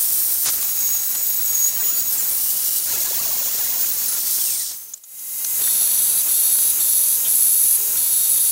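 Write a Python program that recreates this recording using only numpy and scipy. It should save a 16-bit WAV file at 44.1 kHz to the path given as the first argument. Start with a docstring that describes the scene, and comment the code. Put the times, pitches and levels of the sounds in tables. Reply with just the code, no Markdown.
"""Shaping a steel knife blank in a workshop, heard close by, all fast and high-pitched as in a time-lapse.
From 0 s an angle grinder spins free: shaped noise with gliding whistles. At 0.46 s it grazes the steel, then
cuts at 0.55-2.30 s (one short break) and 2.87-4.20 s: gritty noise and motor tones that sag at each bite.
From 4.48 s it coasts down and steel clinks: short noise bursts. From 4.94 s a belt grinder swells in, a buzzing
whine of overtones over hiss; from 5.61 s the blank is pressed on it five times: grit noise through resonances."""
import sys
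import numpy as np
from scipy import signal
from scipy.fft import rfft, irfft
from scipy.io import wavfile

SR = 44100
rng = np.random.default_rng(int(sys.argv[2]) if len(sys.argv) > 2 else 0)


def file_out(sig):
    """Save sig as 16-bit WAV at sys.argv[1]."""
    # one column per channel
    cols = np.atleast_2d(sig).T
    # limit, then scale
    lim = np.clip(cols, -1, 1)
    pcm = np.round(lim * 32767).astype(np.int16)
    wavfile.write(sys.argv[1], SR, pcm)


N = 375291
T = np.arange(N) / SR  # t/s
BINS = np.fft.rfftfreq(N, 1 / SR)  # f/Hz
EDGE_HZ = 15800  # upper band limit

# Angle grinder: disc, motor and gears
# Whistles of the disc: (width/Hz, rows of [t/s, f/Hz, level/dB])
WHISTLES = [ (150, [(0, 9100, -30), (.25, 9060, -34), (.45, 8500, -38)]), (120, [(1.93, 4300, -48),
            (1.98, 4630, -32), (2.01, 4900, -40)]), (80, [(2.3, 9700, -30), (2.45, 9840, -37),
            (2.88, 9900, -29)]), (25, [(2.38, 2860, -50), (2.55, 2900, -47), (2.86, 2870, -49)]),
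            (40, [(3.94, 11580, -35), (4.04, 11700, -35)]), (40, [(4.08, 10700, -27), (4.19, 10750, -31)]),
            (59.3, [(4.03, 2700, -52), (4.1, 1390, -48), (4.16, 1400, -49)]), (20, [(4.25, 4730, -41),
            (4.36, 3700, -45), (4.48, 2755, -43.5), (4.56, 2210, -47.5), (4.64, 1770, -57)]),
            (1500, [(4.2, 12100, -47), (4.35, 10000, -29), (4.48, 8900, -27.5), (4.6, 8950, -26.5),
            (4.75, 8600, -42)]), (250, [(4.72, 6260, -40), (4.84, 6350, -48), (4.95, 6200, -47)])]
# Spectrum of the disc spinning free: [f/Hz, level/dB per Hz]
DISC_FREE = [(18, -60), (30, -21), (59, -24), (381, -23.5), (677, -24), (2510, -23.5), (2860, -23),
             (3090, -16.5), (5800, -6.5), (7350, -7.5), (10100, -3.5), (10900, -5.5), (15700, 2.5)]
# Spectrum of the disc in the cut: [f/Hz, level/dB per Hz]
DISC_CUT = [(18, -53), (30, -17.5), (677, -18.5), (752, -17), (1030, -18.5), (1170, -17.5), (1650, -16.5),
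            (2710, -17.5), (6110, -5.5), (6610, -3), (7540, -6.5), (11800, -3), (15700, 4.5)]
# Rush of the free disc before its trims: [rumble level/dB, rasp level/dB, fizz level/dB]
FREE_DB = (-41.5, -34.5, -21)
# Change once the grinder is turned over for the last cut: [rumble/dB, rasp/dB, fizz/dB]
TURNED_DB = (-1, 3, -2)
# Extra as the disc bites: [rumble/dB, rasp/dB, fizz/dB]
BITE_DB = (2.5, 1, 1.5)
# Fading as the disc coasts down: [rumble/(dB/s), rasp/(dB/s), fizz/(dB/s)]
COAST_DB_PER_S = (21.5, 15, 47.5)
# Change near the end of the coast, subtracted: rumble and rasp drop, fizz lifts a little:
# [rumble/dB, rasp/dB, fizz/dB]
LATE_COAST_DB = (5, 14, -3)
TURN_S, COAST_S, LATE_COAST_S = 2.52, 4.476, 4.745  # turned over, starts to coast, late change
BITE_S = 0.23  # how fast the bite's extra dies away
# Disc on steel, levels before trims: [from t/s, to t/s, loaded rotor pitch f/Hz, sag time/s,
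# gear whine level/dB, rumble level/dB, rasp level/dB, fizz level/dB]
CUTS = [(0.459, .5, 1400, .04, -50, -34, -27.5, -36), (.55, 2.113, 1110, .042, -35, -42, -35.5, -26.5),
        (2.144, 2.297, 1122, .04, -34, -42.5, -36, -25.5), (2.869, 4.196, 1150, .19, -35, -41, -32.5, -26)]
# Upper orders of the rotor, one list before and one after the turn: [multiple of rotor pitch, level/dB]
GEAR_ORDERS = [
    [(7, -8.5), (9, -8.5), (11, -11), (12, -4), (13, 3.5), (14, 3)],
    [(9, -9), (11, -9), (12, -3), (13, 5)],
]
# The hand eases off and the rotor picks up: [t/s, half length/s, pitch rise/Hz]
EASINGS = [(0.936, 0.033, 15.8), (1.06, .04, 12), (1.207, .075, 44), (1.431, 0.097, 12),
           (1.67, 0.0348, 10.9), (1.9, .12, 44), (4.132, 0.2, 176)]
# The blade squeals on the rotor's 6th order: [t/s, half length/s, level/dB]
SQUEALS = [(0.799, .1, -34.5), (.93, 0.095, -26.5), (1.193, 0.056, -30.5), (1.32, .03, -33),
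           (1.56, 0.091, -25.5), (1.658, .045, -22.5), (1.9, 0.15, -30.5), (2.086, 0.025, -36),
           (2.192, 0.018, -23.5), (3.44, 0.055, -43)]
SQUEAL_REST_DB = -42.5
FREE_HZ = 1450  # rotor pitch with no load
EASED_DB, EASED_HZ = 5.5, 40  # most the gears gain, and the pitch rise that brings most of it
# Wavering low whistles during the cuts, one list each: [t/s, centre f/Hz, swings per s, level/dB]
WARBLES = [
    [(1.75, 1097, 7.6, -50), (1.87, 500, 12, -50), (1.98, 281.3, 12, -55), (2.25, 324, 12, -54)],
    [(2.87, 702, 7.3, -49), (3.12, 858, 15.4, -44.5), (3.45, 753.5, 24, -49), (3.76, 749, 29, -49),
     (3.98, 596, 8.5, -62)],
]
# Strength of each warbling tone, the folded-down one first: [level/dB]
WARBLE_DB = (-5.5, 1, 0.5, 0, 3)

# Steel on steel
# Knocks and scrapes: [t/s, level/dB, ringing f/Hz, length/s, share of broad scrape 0-1]
KNOCKS = [(0.458, -21, 5800, 0.022, 0.98), (0.486, -22, 5700, 0.011, 1), (0.534, -26, 4500, .008, .9),
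          (0.626, -22.5, 4730, .006, 1), (1.149, -23, 4500, .01, 0.98), (4.716, -25.5, 4300, 0.0031, 0.85),
          (4.936, -27, 6800, 0.0085, 0.06), (4.975, -44, 7400, .007, .3), (5.036, -39, 6750, 0.013, 0.2),
          (5.19, -39, 6200, .012, 0.3), (5.4455, -19.5, 6060, 0.0058, 0.37),
          (5.673, -30.5, 1800, 0.012, 0.8), (6.585, -23, 3970, 0.0058, 0.96),
          (7.248, -32, 3450, 0.024, 0.28)]
# Spectrum of the broad scrape: [f/Hz, level/dB per Hz]
SCRAPE = [(60, -9), (400, -13), (1400, -1), (2200, -8), (3500, 2.5), (7500, 1.5), (10000, 10), (15000, -11)]

# Belt grinder and blank
# Whine of the wheels and bearings before trims: [f/Hz, level/dB]
WHINE = [(3827, -47), (5740, -44), (6218, -43), (6288, -41), (6455, -44), (6697, -35), (7171, -43),
         (7652, -38), (8129, -35), (9561, -39), (10040, -32), (10519, -36), (10998, -31), (11316, -38),
         (11477, -32), (11956, -34), (12575, -33), (12909, -35), (13205, -34), (13388, -38), (13647, -40),
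         (13867, -39), (14465, -34), (14863, -40), (15089, -33), (15299, -38)]
# Turning parts: [f/Hz, level of all their overtones/dB]
WHEELS = [(481.7, -31.5), (208.2, -28.5), (120.8, -35.5)]
# Spectrum of the running belt: [f/Hz, level/dB per Hz]
BELT_AIR = [(18, -71), (30, -24.5), (212, -24.5), (306, -25), (418, -25), (2110, -25), (2340, -23.5),
            (6470, -7.5), (15300, 0)]
SWELL_START_S, SWELL_S, SWELL_POWER, SWELL_DB = 4.941, 0.67, 1.59, 1
BELT_SAG, BELT_LAG_S = .035, .05  # share of speed lost under load, and how slowly the wheels follow
# Blank pressed on the belt, levels before trims:
# [from t/s, to t/s, rasp level/dB, screech level/dB, rumble level/dB]
PASSES = [(5.612, 6.221, -37.5, -21.5, -42), (6.281, 6.719, -38, -19.5, -43.5),
          (6.795, 7.165, -40, -20, -44.5), (7.275, 7.769, -42.5, -18.5, -45),
          (7.965, 8.6, -39.5, -20.5, -44.5)]
# Spectrum of grit on steel: [f/Hz, level/dB per Hz]
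GRIT = [(2800, -36.5), (3300, -4), (3700, -6), (4400, -4), (5200, -21), (5900, -8), (6800, -9),
        (7900, -7.5), (8900, -5), (9600, -0.5), (10200, 7), (11900, 3.5), (12600, 5), (15700, -13)]
# Bending modes of the blank: [f/Hz, width/Hz, level against the rasp/dB]
BENDING = [(3805, 140, -7), (4520, 260, -6), (5980, 150, -2.5), (8160, 430, 2)]
# Resonances of the blank against the belt, before the screech trim: [f/Hz, width/Hz, level/dB]
BLANK = [(10210, 450, -7.5), (11200, 210, -8), (11700, 130, -13.5)]
TOUCH_S, TOUCH_RUMBLE_DB, TOUCH_RASP_DB = 0.032, 4.5, 2.5  # rough scuff at the start of a pass
SETTLE_S, SETTLE_DB = .08, 1.5  # the screech builds as the blank settles on the belt
SLIDE_FROM, SLIDE_TO = 0.96, 1.037  # retuning of the bending modes along each pass
IDLE_RUMBLE_DB = -44

# Faint diffuse side, mostly low: [f/Hz, side level against mid/dB]
SIDE_DB = [(300, -11.5), (1000, -15), (2500, -37.5), (8000, -54.5)]


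def amp(db):
    """Decibels to gain."""
    return 10 ** (np.asarray(db) / 20)


def unit(x):
    """Scales to rms 1."""
    return x / np.sqrt(np.mean(x ** 2) + 1e-20)


def curves(rows):
    """Each column of a table after the time, joined by straight lines in time."""
    s, *columns = np.transpose(rows)
    return [np.interp(T, s, column) for column in columns]


def read(points, hz):
    """A spectrum's gain at hz."""
    f, db = np.transpose(points)
    return amp(np.interp(np.log(hz + 1), np.log(f + 1), db))


def gate(start, end, fade=0.0058):
    """One between two times, with ramps of fade seconds centred on them."""
    return np.clip(np.minimum(T - start, end - T) / fade + .5, 0, 1)


def bump(s, half_length):
    """A smooth hump of height one around a time."""
    return np.exp(-((T - s) / half_length) ** 2)


def since(start):
    """Seconds since a time; zero before it."""
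    return np.maximum(T - start, 0)


def white():
    """Plain noise."""
    return rng.standard_normal(N)


def colour(x, gain):
    """Filters by a gain per frequency; rms 1."""
    return unit(irfft(rfft(x) * gain, N))


def drift(rate):
    """Random wandering up to about rate per second; rms 1."""
    s = np.arange(0, T[-1] + 1, 1 / 2000)
    smoothing = 1 + (np.fft.rfftfreq(len(s), s[1]) / rate) ** 2
    wander = irfft(rfft(rng.standard_normal(len(s))) / smoothing, len(s))
    return unit(np.interp(T, s, wander))


def flutter():
    """Gain of a tone that keeps breaking off and coming back."""
    return np.clip(1 + .7 * drift(30), 0, 2)


def above(hz):
    """Gain of a steep high-pass; its power complement is the low-pass."""
    return np.sqrt(1 - 1 / (1 + (BINS / hz) ** 16))


def below(hz):
    """Gain of a steep low-pass."""
    return np.sqrt(1 - above(hz) ** 2)


def ring(x, hz, width):
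    """A steep resonance that follows hz: shift down to zero, smooth, shift back; rms 1."""
    turn = np.exp(2j * np.pi * np.cumsum(hz * np.ones(N)) / SR)
    r = np.exp(-np.pi * 1.5 * width / SR)
    smoothed = signal.lfilter([1], [1, -2 * r, r * r], x / turn)
    return unit((turn * smoothed).real)


def grains(per_s, spread_db):
    """Grit striking steel: dense clicks of unequal size over a bed of noise."""
    size = amp(spread_db * np.minimum(rng.exponential(1, N), 3))
    clicks = white() * size * (rng.random(N) < per_s / SR)
    return unit(unit(clicks) + white())


def dense_echoes(decay_s):
    """Spectrum of a dense, decaying burst of random echoes; energy 1."""
    echoes = white() * np.exp(-T / decay_s)
    return rfft(echoes / np.linalg.norm(echoes))


def disc_levels():
    """Gains of rumble, rasp and fizz, free and cutting: the free rush gives way while the disc is loaded."""
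    turned, late = gate(TURN_S, 9, fade=0.64), gate(LATE_COAST_S, 9, fade=.08)
    free = [db + turn * turned - coast * since(COAST_S) - change * late
            for db, turn, coast, change in zip(FREE_DB, TURNED_DB, COAST_DB_PER_S, LATE_COAST_DB)]
    load, power = np.zeros(N), np.zeros((3, N))
    for start, end, _, _, _, *levels in CUTS:
        touch, bite = gate(start, end, fade=0.031), np.exp(-since(start) / BITE_S)
        load += touch
        power += [touch * amp(db + extra * bite) ** 2 for db, extra in zip(levels, BITE_DB)]
    return amp(free) * np.sqrt(np.clip(1 - load, 0, 1)), np.sqrt(power)


def disc_noise():
    """Rush of the disc; in the cut its colour changes and the grit makes it sputter."""
    free, cutting = disc_levels()
    out = np.zeros(N)
    for gains, shape, rasp_lift_db, fizz_lift_db in [(free, DISC_FREE, 2.3, 2.4), (cutting, DISC_CUT, 2.6, 3.2)]:
        sputter = amp(0.5 * drift(74) + .8 * drift(15))
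        grit = grains(per_s=14000, spread_db=-1.5) * sputter
        body = read(shape, BINS)
        rumble = colour(white(), body * below(2950)) * amp(-1.42 + 1.54 * drift(46))
        rasp = colour(grit, body * above(2760) * below(7350)) * amp(rasp_lift_db)
        fizz = colour(grit, body * above(8200) * below(15780)) * amp(fizz_lift_db)
        out += (gains * [rumble, rasp, fizz]).sum(axis=0)
    return out


def whistles():
    """Narrow rushes of the disc: noise through resonances that glide; the pitch falls during the coast."""
    out = np.zeros(N)
    for width, rows in WHISTLES:
        hz, db = curves(rows)
        out += ring(white(), hz, width) * amp(db) * gate(rows[0][0], rows[-1][0])
    return out


def knocks():
    """Short rubs of steel on steel: a burst of ringing, narrow noise mixed with a broad scrape."""
    out, scrape = np.zeros(N), colour(white(), read(SCRAPE, BINS))
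    for s, db, hz, length, share in KNOCKS:
        age = since(s)
        shape = np.minimum(age / .0005, 1) / (1 + (age / length) ** 4)
        ringing = ring(white(), hz, 590)
        out += amp(db) * shape * (np.sqrt(1 - share) * ringing + np.sqrt(share) * scrape)
    return out


def rotor_whine():
    """Orders of the motor and gears sag as the disc bites, trembling with the hand; gear orders flutter alone."""
    hz, whine_db, cutting = FREE_HZ, 0, 0
    for start, end, loaded_hz, sag_s, db, *_ in CUTS:
        begun = T > start - .01
        hz = np.where(begun, loaded_hz + (FREE_HZ - loaded_hz) * np.exp(-since(start) / sag_s), hz)
        whine_db = np.where(begun, db, whine_db)
        cutting = cutting + gate(start, end)
    # with less load the rotor picks up and the gears sing louder
    eased_hz = sum(rise * bump(s, half) for s, half, rise in EASINGS)
    whine_db = whine_db + EASED_DB * np.tanh(eased_hz / EASED_HZ)
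    squeal = amp(SQUEAL_REST_DB) + sum(amp(db) * bump(s, half) for s, half, db in SQUEALS)
    tremble = 1 + .0022 * drift(25) + .0022 * drift(300)
    phase = 2 * np.pi * np.cumsum((hz + eased_hz) * tremble) / SR
    sixth_order = np.sin(6 * phase) * squeal * amp(2.64 * drift(85))
    half_order = np.sin(7 / 2 * phase) * amp(-48 + 1.3 * drift(30))
    gears = sum(amp(db) * flutter() * np.sin(k * phase) * held
                for orders, held in zip(GEAR_ORDERS, [T < TURN_S, T >= TURN_S]) for k, db in orders)
    return np.sqrt(2) * (sixth_order + half_order + gears * amp(whine_db + 2)) * cutting


def warble(rows):
    """Wavering tones swing up and down, break up and wander apart."""
    centre, swings, db = curves(rows)
    turns, out = np.cumsum(swings * (T > rows[0][0])) / SR, np.zeros(N)
    for k, partial_db in enumerate(WARBLE_DB, -1):
        depth = np.minimum(260 + 70 * k, centre / 2)  # Hz
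        swing = depth * np.sin(2 * np.pi * turns + 1.1 * drift(9))
        spacing = 1050 + 70 * drift(8)
        hz = abs(centre + k * spacing + swing + 70 * drift(30))  # below zero folds back up
        breaking_up = np.clip(.9 + .8 * drift(35), 0, 1.8)
        out += np.sin(2 * np.pi * np.cumsum(hz) / SR) * amp(db + partial_db) * breaking_up
    return np.sqrt(2) * out * gate(rows[0][0], rows[-1][0])


def swell():
    """Gain of the belt grinder as it swells in."""
    return amp(SWELL_DB) * np.minimum(since(SWELL_START_S) / SWELL_S, 1) ** SWELL_POWER


def pressed():
    """One while the blank touches the belt."""
    return sum(gate(start, end, fade=0.014) for start, end, *_ in PASSES)


def belt_running():
    """Wheels and bearings sing in dense overtones over belt hiss; load slows them and makes them unsteady."""
    load = pressed()
    lag = np.exp(-1 / (BELT_LAG_S * SR))
    sag = BELT_SAG * signal.lfilter([1 - lag], [1, -lag], load) * load
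    unsteady = 0.000301 * drift(8.4) + 0.00124 * load * drift(24.8)
    clock = T + np.cumsum(unsteady - sag) / SR  # time as the wheels turn
    out = amp(-25) * colour(white(), read(BELT_AIR, BINS) * above(3250) * below(16000))
    whine = sum(amp(db) * np.sin(2 * np.pi * (hz * clock + rng.random())) for hz, db in WHINE)
    out += np.sqrt(2) * whine * amp(-2.5 - 16 * load)
    for hz, db in WHEELS:
        # every turn repeats the same roughness: overtones of random phase and strength
        orders = np.arange(2049) * hz
        strength = np.exp(2j * np.pi * rng.random(len(orders))) * rng.random(len(orders))
        turn = irfft(strength * read(BELT_AIR, orders) * (orders > 300) * (orders < EDGE_HZ))
        place = np.linspace(0, 1, len(turn), endpoint=False)
        out += amp(db) * unit(np.interp(hz * clock % 1, place, turn))
    early_tone = amp(-48) * np.sin(2 * np.pi * 2068 * clock) * gate(5, 5.58)
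    # a low drone sounds in two of the gaps between passes
    drone = amp(-49) * np.sin(2 * np.pi * 419 * clock) * (.5 * gate(7.17, 7.27) + gate(7.78, 7.96))
    return (out + early_tone) * swell() + drone


def pass_controls():
    """Rumble, rasp and screech dB and the tuning of the blank: every pass scuffs, settles and slides."""
    rumble_db, rasp_db, screech_db, slide = np.full(N, float(IDLE_RUMBLE_DB)), 0, 0, 1
    for start, end, rasp, screech, rumble in PASSES:
        begun, scuff = T > start - .02, bump(start, TOUCH_S)
        progress = np.minimum(since(start) / (end - start), 1)
        rumble_db = rumble_db + (rumble - IDLE_RUMBLE_DB) * gate(start, end) + TOUCH_RUMBLE_DB * scuff
        rasp_db = np.where(begun, rasp + TOUCH_RASP_DB * scuff, rasp_db)
        screech_db = np.where(begun, screech - SETTLE_DB * np.exp(-since(start) / SETTLE_S), screech_db)
        # the contact slides along the blank and retunes its bending modes
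        slide = np.where(begun, SLIDE_FROM + (SLIDE_TO - SLIDE_FROM) * progress ** 2, slide)
    return rumble_db, rasp_db, screech_db, slide


def comb(x, feedback):
    """The same grit comes round with every turn of the wheel, which combs the noise."""
    one_turn_later = np.exp(-2j * np.pi * BINS / WHEELS[1][0])
    return colour(x, 1 / (0.5 - feedback * one_turn_later))


def belt_grinding():
    """Grit tears at the blank in each pass and sets it ringing; the blank chatters in the hand."""
    rumble_db, rasp_db, screech_db, slide = pass_controls()
    grit = grains(per_s=9000, spread_db=3.5)
    held_still = gate(8.06, 9, fade=.1)  # the combing is strong only here
    grit = (1 - held_still) * comb(grit, .04) + held_still * comb(grit, .35)
    grit = grit * amp(drift(130))  # chatter
    body = read(GRIT, BINS)
    rasp = colour(grit, body * above(3050) * below(5700))
    rasp += sum(amp(db + 2 * drift(10)) * ring(grit, hz * slide, width) for hz, width, db in BENDING)
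    screech = amp(1.94) * colour(grit, body * above(6000) * below(16500))
    # the shifting contact favours now one resonance, now another
    screech += sum(amp(db + 2 * drift(8)) * ring(grit, hz * (1 + .006 * drift(12)), width)
                   for hz, width, db in BLANK)
    rumble = colour(white(), read(BELT_AIR, BINS) * below(2900)) * amp(rumble_db - 0.9 + 1.1 * drift(40))
    return pressed() * (rasp * amp(rasp_db) + screech * amp(screech_db - 1.27)) + rumble * swell()


def scene():
    """Both machines close to the microphones, nearly mono, with a faint diffuse side."""
    # echoes from the guard and the bench cut fine fixed bands into the rush of the disc
    bench = 1 + .27 * dense_echoes(decay_s=.005) * above(3000)
    rush = irfft(rfft(disc_noise()) * bench, N) * gate(-1, 4.99, fade=0.12)
    angle_grinder = rush + whistles() + rotor_whine() + sum(map(warble, WARBLES))
    mid = angle_grinder + knocks() + belt_running() + belt_grinding()
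    side = irfft(rfft(mid) * dense_echoes(decay_s=.05) * read(SIDE_DB, BINS), N)
    return np.array([mid + side, mid - side])


def record(dry):
    """The highest peaks are rounded; then a steep band limit."""
    rounded = dry / (1 + (dry / .75) ** 6) ** (1 / 6)
    low_pass = signal.firwin(1023, EDGE_HZ, window=("kaiser", 9), fs=SR)
    return signal.oaconvolve(rounded, low_pass[None], "same")


dry = scene()
out = record(dry)
file_out(out)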